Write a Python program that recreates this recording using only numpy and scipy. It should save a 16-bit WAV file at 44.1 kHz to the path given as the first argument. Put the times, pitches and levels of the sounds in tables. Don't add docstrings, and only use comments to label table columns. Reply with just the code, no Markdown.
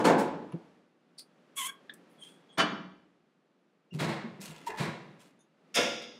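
import sys
import numpy as np
from scipy import signal
from scipy.fft import rfft, irfft
from scipy.io import wavfile
from scipy.ndimage import uniform_filter1d

SR = 44100
rng = np.random.default_rng(int(sys.argv[2]) if len(sys.argv) > 2 else 0)


def waveform_to_disk(signal):
    frames = np.transpose(np.atleast_2d(signal))
    scaled = np.clip(frames, -1, 1) * 32767
    samples = np.round(scaled).astype(np.int16)
    wavfile.write(sys.argv[1], SR, samples)


N = 272979
AGE = np.arange(SR) / SR
BINS = np.fft.rfftfreq(SR, 1 / SR)
OCTAVES = np.log2(np.maximum(BINS, 100) / 1000)

# (frequency [Hz], density [dB])
ROOM_TONE = [(18, -74), (30, -40.5), (90, -30.5), (164, 1.5), (237, 1.5), (546, -5), (996, -13.5),
             (1140, -11.5), (3230, -21.5), (11300, -41), (15500, -57.5)]
# (start [s], length [s], level [dB])
SWELLS = [(0, 0.98, -61), (0.712, 2.74, -63.5), (3.845, 1.774, -58), (5.446, 1.18, -60.5)]
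# (frequency [Hz], t60 [s])
ROOM_T60 = [(150, 0.6), (1000, 0.3), (4000, 0.11), (12000, 0.14)]
# (time [s], level [dB])
TOUCHES = [(5.39, -72.5), (5.404, -67.5)]
# (frequency [Hz], level [dB])
PINGS = [(3600, -0.5), (6170, -3), (6670, -2), (9150, -1.5), (10100, -2.5), (11100, -10)]
RATTLES = {"rim": [(4.0, .24, -49), (4.4, 0.28, -63.5), (4.78, 0.18, -49.5)], "latch": [(6.01, 0.079, -57)]}
# (start [s], length [s], level [dB], brightness [dB/octave])
SCRAPES = [(0.522, 0.013, -40.5, -9.5), (1.193, 0.0061, -41.5, 5), (1.936, 0.015, -52, 15),
           (2.081, 0.17, -76, 37), (2.194, 0.28, -64.5, 1.5), (2.579, 0.024, -33, 1),
           (3.917, 0.16, -56, -1), (4.396, 0.17, -44, 2.5), (4.42, 0.43, -52.5, -2.5),
           (4.659, 0.056, -42, -0.5), (4.675, 0.18, -48, -5), (5.179, 0.19, -61, 0)]
# (frequency [Hz], density [dB])
FRAME_COLOUR = [(530, -11), (900, -1), (1480, -8.5), (1950, 0.5), (2510, -1), (3070, -3), (3540, -2.5),
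                (5440, -5.5), (7500, -8), (8750, -7.5), (15500, -24)]
# (start [s], length [s], pitch [Hz], width [Hz], level [dB], octave above [dB])
SQUEAKS = [(0.52, 0.01, 10300, 505, -59, -26), (1.175, 0.076, 4700, 810, -46.5, -7.5),
           (1.679, 0.061, 1600, 130, -46, -5), (1.894, 0.019, 1745, 129, -41.5, 0),
           (2.176, 0.26, 8840, 1100, -61.5, -20), (2.164, 0.34, 3320, 200, -61.5, -19),
           (2.21, 0.11, 3203, 89, -46.5, -27), (2.483, 0.13, 3290, 201, -62.5, -19.5),
           (2.511, 0.14, 8480, 221.4, -70, -31), (3.903, 0.075, 2780, 120, -58.5, -21.5),
           (4.666, 0.046, 925, 60, -33.5, -15), (4.674, 0.23, 905, 140, -44.5, -4.5),
           (4.685, 0.074, 410, 70, -42.5, -10)]
# (time [s], pitch [Hz], level [dB], share of grit [0-1])
SQUEAL = [(1.554, 1173, -76, 1), (1.565, 1146, -47.5, 1), (1.577, 1112, -35.5, 0.58),
          (1.599, 1090, -33.5, .3), (1.617, 1086, -36, 0.51), (1.627, 1009, -37.5, 0.45),
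          (1.644, 1023, -40.5, 0.8), (1.657, 1055, -34.5, 0.38), (1.671, 1128, -37.5, 0.8),
          (1.683, 1103, -47.5, 0.5), (1.695, 1119, -39, 0), (1.703, 1090, -50, .1)]
SQUEAL_HARMONICS = [3.5, 3, 6.5, -14.5, -10, -6.5, -11, -21.5]
# (frequency [Hz], density [dB])
GRIT_COLOUR = [(350, -39.5), (900, -12), (2200, -2), (3200, 4), (4000, -8.5), (4900, -19.5), (6400, 0),
               (10300, 3.5), (15500, -18)]
# (time [s], level [dB], pitch [Hz], t60 [s])
THUDS = [(0.532, -28.5, 168.4, 0.1), (0.531, -38, 334, 0.16), (2.723, -39.5, 205.5, 0.25),
         (2.795, -43.5, 187.6, 0.4), (3.918, -40, 173, 0.12), (3.939, -31.5, 149.7, 0.28),
         (4.008, -24, 158.5, 0.24), (3.946, -46.5, 390, 0.5), (4.236, -35, 227, 0.21),
         (4.386, -41.5, 192.7, 0.24), (4.484, -42.5, 157, 0.25), (4.798, -27, 145.6, 0.2),
         (4.882, -32.5, 152.4, 0.13)]
BLOWS = {"lid": [(-.012, -26.5, 0), (.04, -18.5, 2.5), (.058, -20, 1), (.086, -20.5, 0), (.178, -36.5, 6.5),
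         (.322, -45, -6)], "stop": [(2.573, -20, 1)], "rim": [(3.985, -37, 3.5), (4.012, -39.5, -2),
         (4.075, -36.5, 1), (4.768, -43.5, 4.5), (4.787, -38, 2.4), (4.86, -45.5, -2.5), (4.94, -68, 0)],
         "latch": [(5.741, -25.5, 8), (5.757, -23, 1.5), (5.771, -23, -4)]}
MODES_OF = {"lid": [(236.9, -41.5), (289, -37.5), (398.4, -45.5), (445, -35.5), (489.9, -36.5), (557, -37),
            (707, -43), (855.9, -36.5), (893.6, -39), (985.1, -42.5), (1087, -47)], "stop": [(183, -43),
            (301.5, -38), (662.1, -40.5), (807.5, -45), (963.6, -43), (1034, -44), (1174, -42), (1260, -41),
            (1351, -50), (1578, -41.5), (1739, -43.5), (1940, -48.5), (2160, -53), (2353, -46),
            (2406, -56.5), (2925, -52.5), (3015, -58.5), (3122, -54), (3241, -57.5), (3430, -57.5),
            (3844, -54), (4237, -57), (4506, -59.5), (4840, -62)], "rim": [(333.8, -37.5), (560, -40),
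            (985, -43.5), (1104, -43), (1270, -48.5), (1421, -53), (1870, -60), (2159, -47), (2220, -55),
            (2374, -50), (2643, -70), (3424, -75), (3844, -54), (3989, -63), (4310, -59.5)],
            "latch": [(236.9, -44), (328.4, -44.5), (489.9, -36.5), (570.6, -41.5), (694.4, -38),
            (1007, -48.5), (1140, -46.5), (1384, -62), (1647, -45.5), (2105, -46.5), (2162, -43),
            (2277, -45.5), (2745, -55), (3343, -56.5), (3418, -48), (3590, -70), (4635, -64), (4969, -49.5),
            (5120, -70), (5365, -63), (5520, -66), (5675, -66), (6438, -56), (7090, -70), (8550, -65)]}
COLOUR_OF = {"lid": [(59, -58.5), (100, -26), (169, -8), (287, -4), (438, -7), (774, -12), (879, -9.5),
             (1160, -19), (1620, -18.5), (2130, -26.5), (8230, -41.5), (15500, -60.5)],
             "stop": [(60, -61.5), (100, -26), (166, -4.5), (440, -8), (860, -9), (1220, -7.5),
             (2400, -14.5), (3100, -11.5), (4000, -24), (6600, -28.5), (9000, -39.5), (12000, -55),
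             (15500, -65.5)], "rim": [(59, -55), (100, -10.5), (153, 8), (233, 2), (258, -17.5), (340, -1),
             (1090, -8), (1180, -12), (1920, -12.5), (2990, -24), (3930, -25.5), (6120, -38), (8410, -39.5),
             (15500, -58.5)], "latch": [(59, -58), (100, -33), (233, -12), (447, -9), (497, -0.5),
             (614, -5), (1230, -14.5), (1400, 0.5), (1550, -17), (1660, -8.5), (2800, -6.5), (3150, -9),
             (3580, -6), (4100, -24), (5550, -14.5), (6200, -25.5), (6600, -20), (7600, -29.5),
             (8500, -30.5), (15500, -51)]}
# (frequency [Hz], t60 [s])
SHEET_T60 = [(150, 0.9), (400, 0.72), (1000, 0.71), (3000, 0.67), (6000, 0.54), (12000, 0.29)]
STOP_T60 = [(150, 0.92), (450, 0.6), (1200, 0.55), (3000, 0.56), (6000, 0.53), (12000, 0.22)]
LATCH_T60 = [(150, 0.83), (1200, 0.59), (2900, 0.68), (3500, 0.79), (4200, 0.77), (5200, 0.77),
             (6800, 0.64), (7800, 0.46), (13000, 0.41)]
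T60_OF = {"lid": SHEET_T60, "stop": STOP_T60, "rim": SHEET_T60, "latch": LATCH_T60}
SUSTAIN_OF = {"lid": 1.0, "stop": 1.05, "rim": 1.0, "latch": 1.1}


def amp(db):
    return 10 ** (np.asarray(db) / 20)


def unit_rms(x):
    return x / np.sqrt(np.mean(x ** 2) + 1e-20)


def read(points, hz):
    f, value = np.transpose(points)
    return np.interp(np.log(hz + 1), np.log(abs(f) + 1), value)


def add(mix, s, sound):
    start = round(s * SR)
    sound = sound[max(-start, 0):]
    part = mix[max(start, 0):][:len(sound)]
    part += sound[:len(part)]


def noise(db):
    return unit_rms(irfft(amp(db) * np.exp(2j * np.pi * rng.random(len(BINS))), SR))


def resonance(hz, width):
    return noise(-20 * np.log10(1 + ((BINS - hz) / width * 1.9) ** 2))


def drift(count, span):
    return unit_rms(uniform_filter1d(rng.standard_normal(count), size=span))


def flicker():
    return drift(SR, 130)


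def ripple():
    fine, broad = drift(len(BINS), 25), drift(len(BINS), 110)
    return fine * np.clip(BINS / 2000, 0, .8) + broad * np.clip(BINS / 6000, 0, .6)


def stroke(length, swell_share=0.14):
    swell = swell_share * length
    return np.minimum(AGE / swell, 1) ** 2 * np.clip((length - AGE) / (length - swell), 0, 1) ** 2


def die_away(x, t60s):
    hz, t, spectrum = signal.stft(x, SR, nperseg=256)
    fading = amp(-60 * t / read(t60s, hz)[:, None])
    return signal.istft(spectrum * fading, SR, nperseg=256)[1][:len(x)]


def modes(part, bright, sustain, s):
    hz, db = np.transpose(MODES_OF[part])
    height = amp(db + bright * np.interp(hz, BINS, OCTAVES))
    fading = amp(-60 * AGE / (sustain * read(T60_OF[part], hz)[:, None]))
    waves = np.sin(2 * np.pi * hz[:, None] * (s + AGE))
    return height / np.linalg.norm(height) @ (waves * fading)


def room_tone(rest_db=-71.5):
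    hz, t = np.fft.rfftfreq(N, 1 / SR), np.arange(N) / SR
    rush = unit_rms(irfft(rfft(rng.standard_normal(N)) * amp(read(ROOM_TONE, hz)), N))
    swells = sum(amp(db) * np.sin(np.pi * np.clip((t - s) / length, 0, 1)) ** 2
                 for s, length, db in SWELLS)
    return rush * (amp(rest_db) + swells)


def kitchen_echo(x, early_db, late_db, early_s=0.0042):
    taps = rng.standard_normal((2, SR)) * (rng.random((2, SR)) < .1) * (AGE > .002)
    early = taps[0] * np.exp(-AGE / early_s)
    late = die_away(taps[1], ROOM_T60)
    echo = amp(early_db) * early / np.linalg.norm(early) + amp(late_db) * late / np.linalg.norm(late)
    return signal.fftconvolve(x, echo)[:N]


def latch_touches(t60=0.11, rise_s=0.0026):
    out = np.zeros(N)
    shape = np.minimum(AGE / rise_s, 1) * amp(-60 * AGE / t60)
    for s, db in TOUCHES:
        pings = sum(amp(level) * np.sin(2 * np.pi * (hz * AGE + rng.random())) for hz, level in PINGS)
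        add(out, s, amp(db) * shape * pings)
    return out


def rattles(taps_per_s=70, spread_db=4, tick_s=0.008, ring_db=-4, bright=4, sustain=0.79):
    out = np.zeros(N)
    slots = np.arange(0, 1, 1 / taps_per_s)[:-1]
    for part, rows in RATTLES.items():
        for s, length, db in rows:
            tap_times = slots + rng.random(SR)[:len(slots)] / taps_per_s
            taps = np.zeros(SR)
            taps[(tap_times * SR).astype(int)] = 1
            taps *= amp(spread_db * rng.standard_normal(SR)) * stroke(length)
            tick_energy = signal.lfilter([1], [1, -np.exp(-2 / (tick_s * SR))], taps ** 2)
            ticks = np.sqrt(tick_energy) * noise(read(COLOUR_OF[part], BINS) + bright * OCTAVES)
            ring = signal.fftconvolve(taps, modes(part, bright, sustain, 0))[:SR]
            add(out, s, amp(db) * np.sqrt(length) * (unit_rms(ticks) + amp(ring_db) * unit_rms(ring)))
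    return out


def scrapes(grain_db=4.5):
    out = np.zeros(N)
    frame = read(FRAME_COLOUR, BINS) + 4 * ripple()
    tilt = np.clip(OCTAVES, -1, 3.3)
    for s, length, db, bright in SCRAPES:
        hiss = unit_rms(amp(grain_db * flicker()) * noise(frame + bright * tilt))
        add(out, s, amp(db) * stroke(length) * hiss)
    return out


def squeaks(flutter=0.65, third_vs_second_db=-29.5):
    out = np.zeros(N)
    for s, length, hz, width, db, octave_db in SQUEAKS:
        for k, partial_db in enumerate([0, octave_db, octave_db + third_vs_second_db], 1):
            band = signal.hilbert(resonance(k * hz, k * width))
            sing = unit_rms(band.real / (abs(band) + 1e-9) ** (1 - flutter))
            add(out, s, amp(db + partial_db) * stroke(length) * sing)
    return out


def hinge_squeal(level_db=-1, wander_share=0.0073, arm_db=-19, arm_hz=3253, arm_t60=0.32):
    times, *columns = np.transpose(SQUEAL)
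    t = np.arange(times[0], times[-1], 1 / SR)
    hz, db, rough = (np.interp(t, times, column) for column in columns)
    jitter = .05 * rough * flicker()[:len(t)]
    wander = wander_share * drift(len(t), 700)
    turns = np.cumsum(hz * (1 + jitter + wander)) / SR
    tone = unit_rms(sum(amp(level) * np.cos(2 * np.pi * (k * turns + rng.random()))
                        for k, level in enumerate(SQUEAL_HARMONICS, 1)))
    pulsing = 1 + 0.46 * np.cos(2 * np.pi * turns)
    grit = noise(read(GRIT_COLOUR, BINS) + 4 * ripple())[:len(t)] * pulsing
    slip = amp(db + level_db) * (np.sqrt(1 - rough) * tone + np.sqrt(rough) * grit)
    arm = signal.fftconvolve(slip, resonance(arm_hz, width=170) * amp(-60 * AGE / arm_t60))
    out = np.zeros(N)
    add(out, times[0], slip)
    add(out, times[0], amp(arm_db) * arm * np.linalg.norm(slip) / np.linalg.norm(arm))
    return out


def pot_thuds(rise_s=0.013, rumble_db=-9):
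    out = np.zeros(N)
    for s, db, hz, t60 in THUDS:
        shape = np.minimum(AGE / rise_s, 1) * amp(-60 * np.maximum(AGE - rise_s, 0) / t60)
        rumble = noise(read([(hz / 2, -35), (hz, 0), (2 * hz, -7), (8 * hz, -50), (SR / 2, -90)], BINS))
        add(out, s, amp(db) * shape * (np.sin(2 * np.pi * hz * AGE) + amp(rumble_db) * rumble))
    return out


def clanks(part, rise_s, crash_s, level_db, linger_db, ripple_db, modes_db, dull_db_per_octave):
    out = np.zeros(N)
    dulling = dull_db_per_octave * np.maximum(OCTAVES, 0)
    for s, db, bright in BLOWS[part]:
        spot = ripple_db * ripple()
        colour = read(COLOUR_OF[part], BINS) + bright * OCTAVES + spot
        ring = amp(modes_db) * modes(part, bright, SUSTAIN_OF[part], s)
        contact = np.exp(-np.maximum(AGE - rise_s, 0) / crash_s)
        crash = contact * (noise(colour) * amp(0.43 * flicker()) + .5 * ring)
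        tail = die_away(noise(colour - dulling), T60_OF[part]) + ring
        add(out, s, amp(db) * np.minimum(AGE / rise_s, 1) * (crash + amp(linger_db) * tail))
    return amp(level_db) * out


def scene():
    lid = clanks("lid", rise_s=0.016, crash_s=0.028, level_db=-3.5,
                 linger_db=1.5, ripple_db=2.5, modes_db=-7, dull_db_per_octave=4.5)
    stop = clanks("stop", rise_s=0.032, crash_s=0.018, level_db=-2.5,
                  linger_db=-1.5, ripple_db=5.5, modes_db=-0.5, dull_db_per_octave=3.5)
    latch = clanks("latch", rise_s=0.02, crash_s=0.007, level_db=-2.5,
                   linger_db=-2, ripple_db=-2.5, modes_db=-5.5, dull_db_per_octave=-0.5)
    rim = clanks("rim", rise_s=0.023, crash_s=0.0067, level_db=-0.5,
                 linger_db=5.5, ripple_db=1, modes_db=-10, dull_db_per_octave=-2)
    near = lid + stop + latch
    hinge = hinge_squeal()
    friction = hinge + squeaks() + scrapes() + rattles() + latch_touches()
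    direct = near + rim + pot_thuds() + friction
    mid = direct + kitchen_echo(friction, early_db=-9, late_db=-7) + room_tone()
    near_treble = signal.lfilter([1, -.75], [1], near + hinge)
    side = kitchen_echo(near_treble, early_db=-20, late_db=-35)
    return np.array([mid + side, mid - side])


def record(dry, low_cut_hz=55, top_hz=15800):
    cut = signal.sosfilt(signal.butter(2, low_cut_hz, "highpass", fs=SR, output="sos"), dry)
    band_limit = signal.firwin(511, top_hz, window=("kaiser", 9), fs=SR)
    return signal.oaconvolve(cut, band_limit[None], "same")


dry = scene()
out = record(dry)
waveform_to_disk(out)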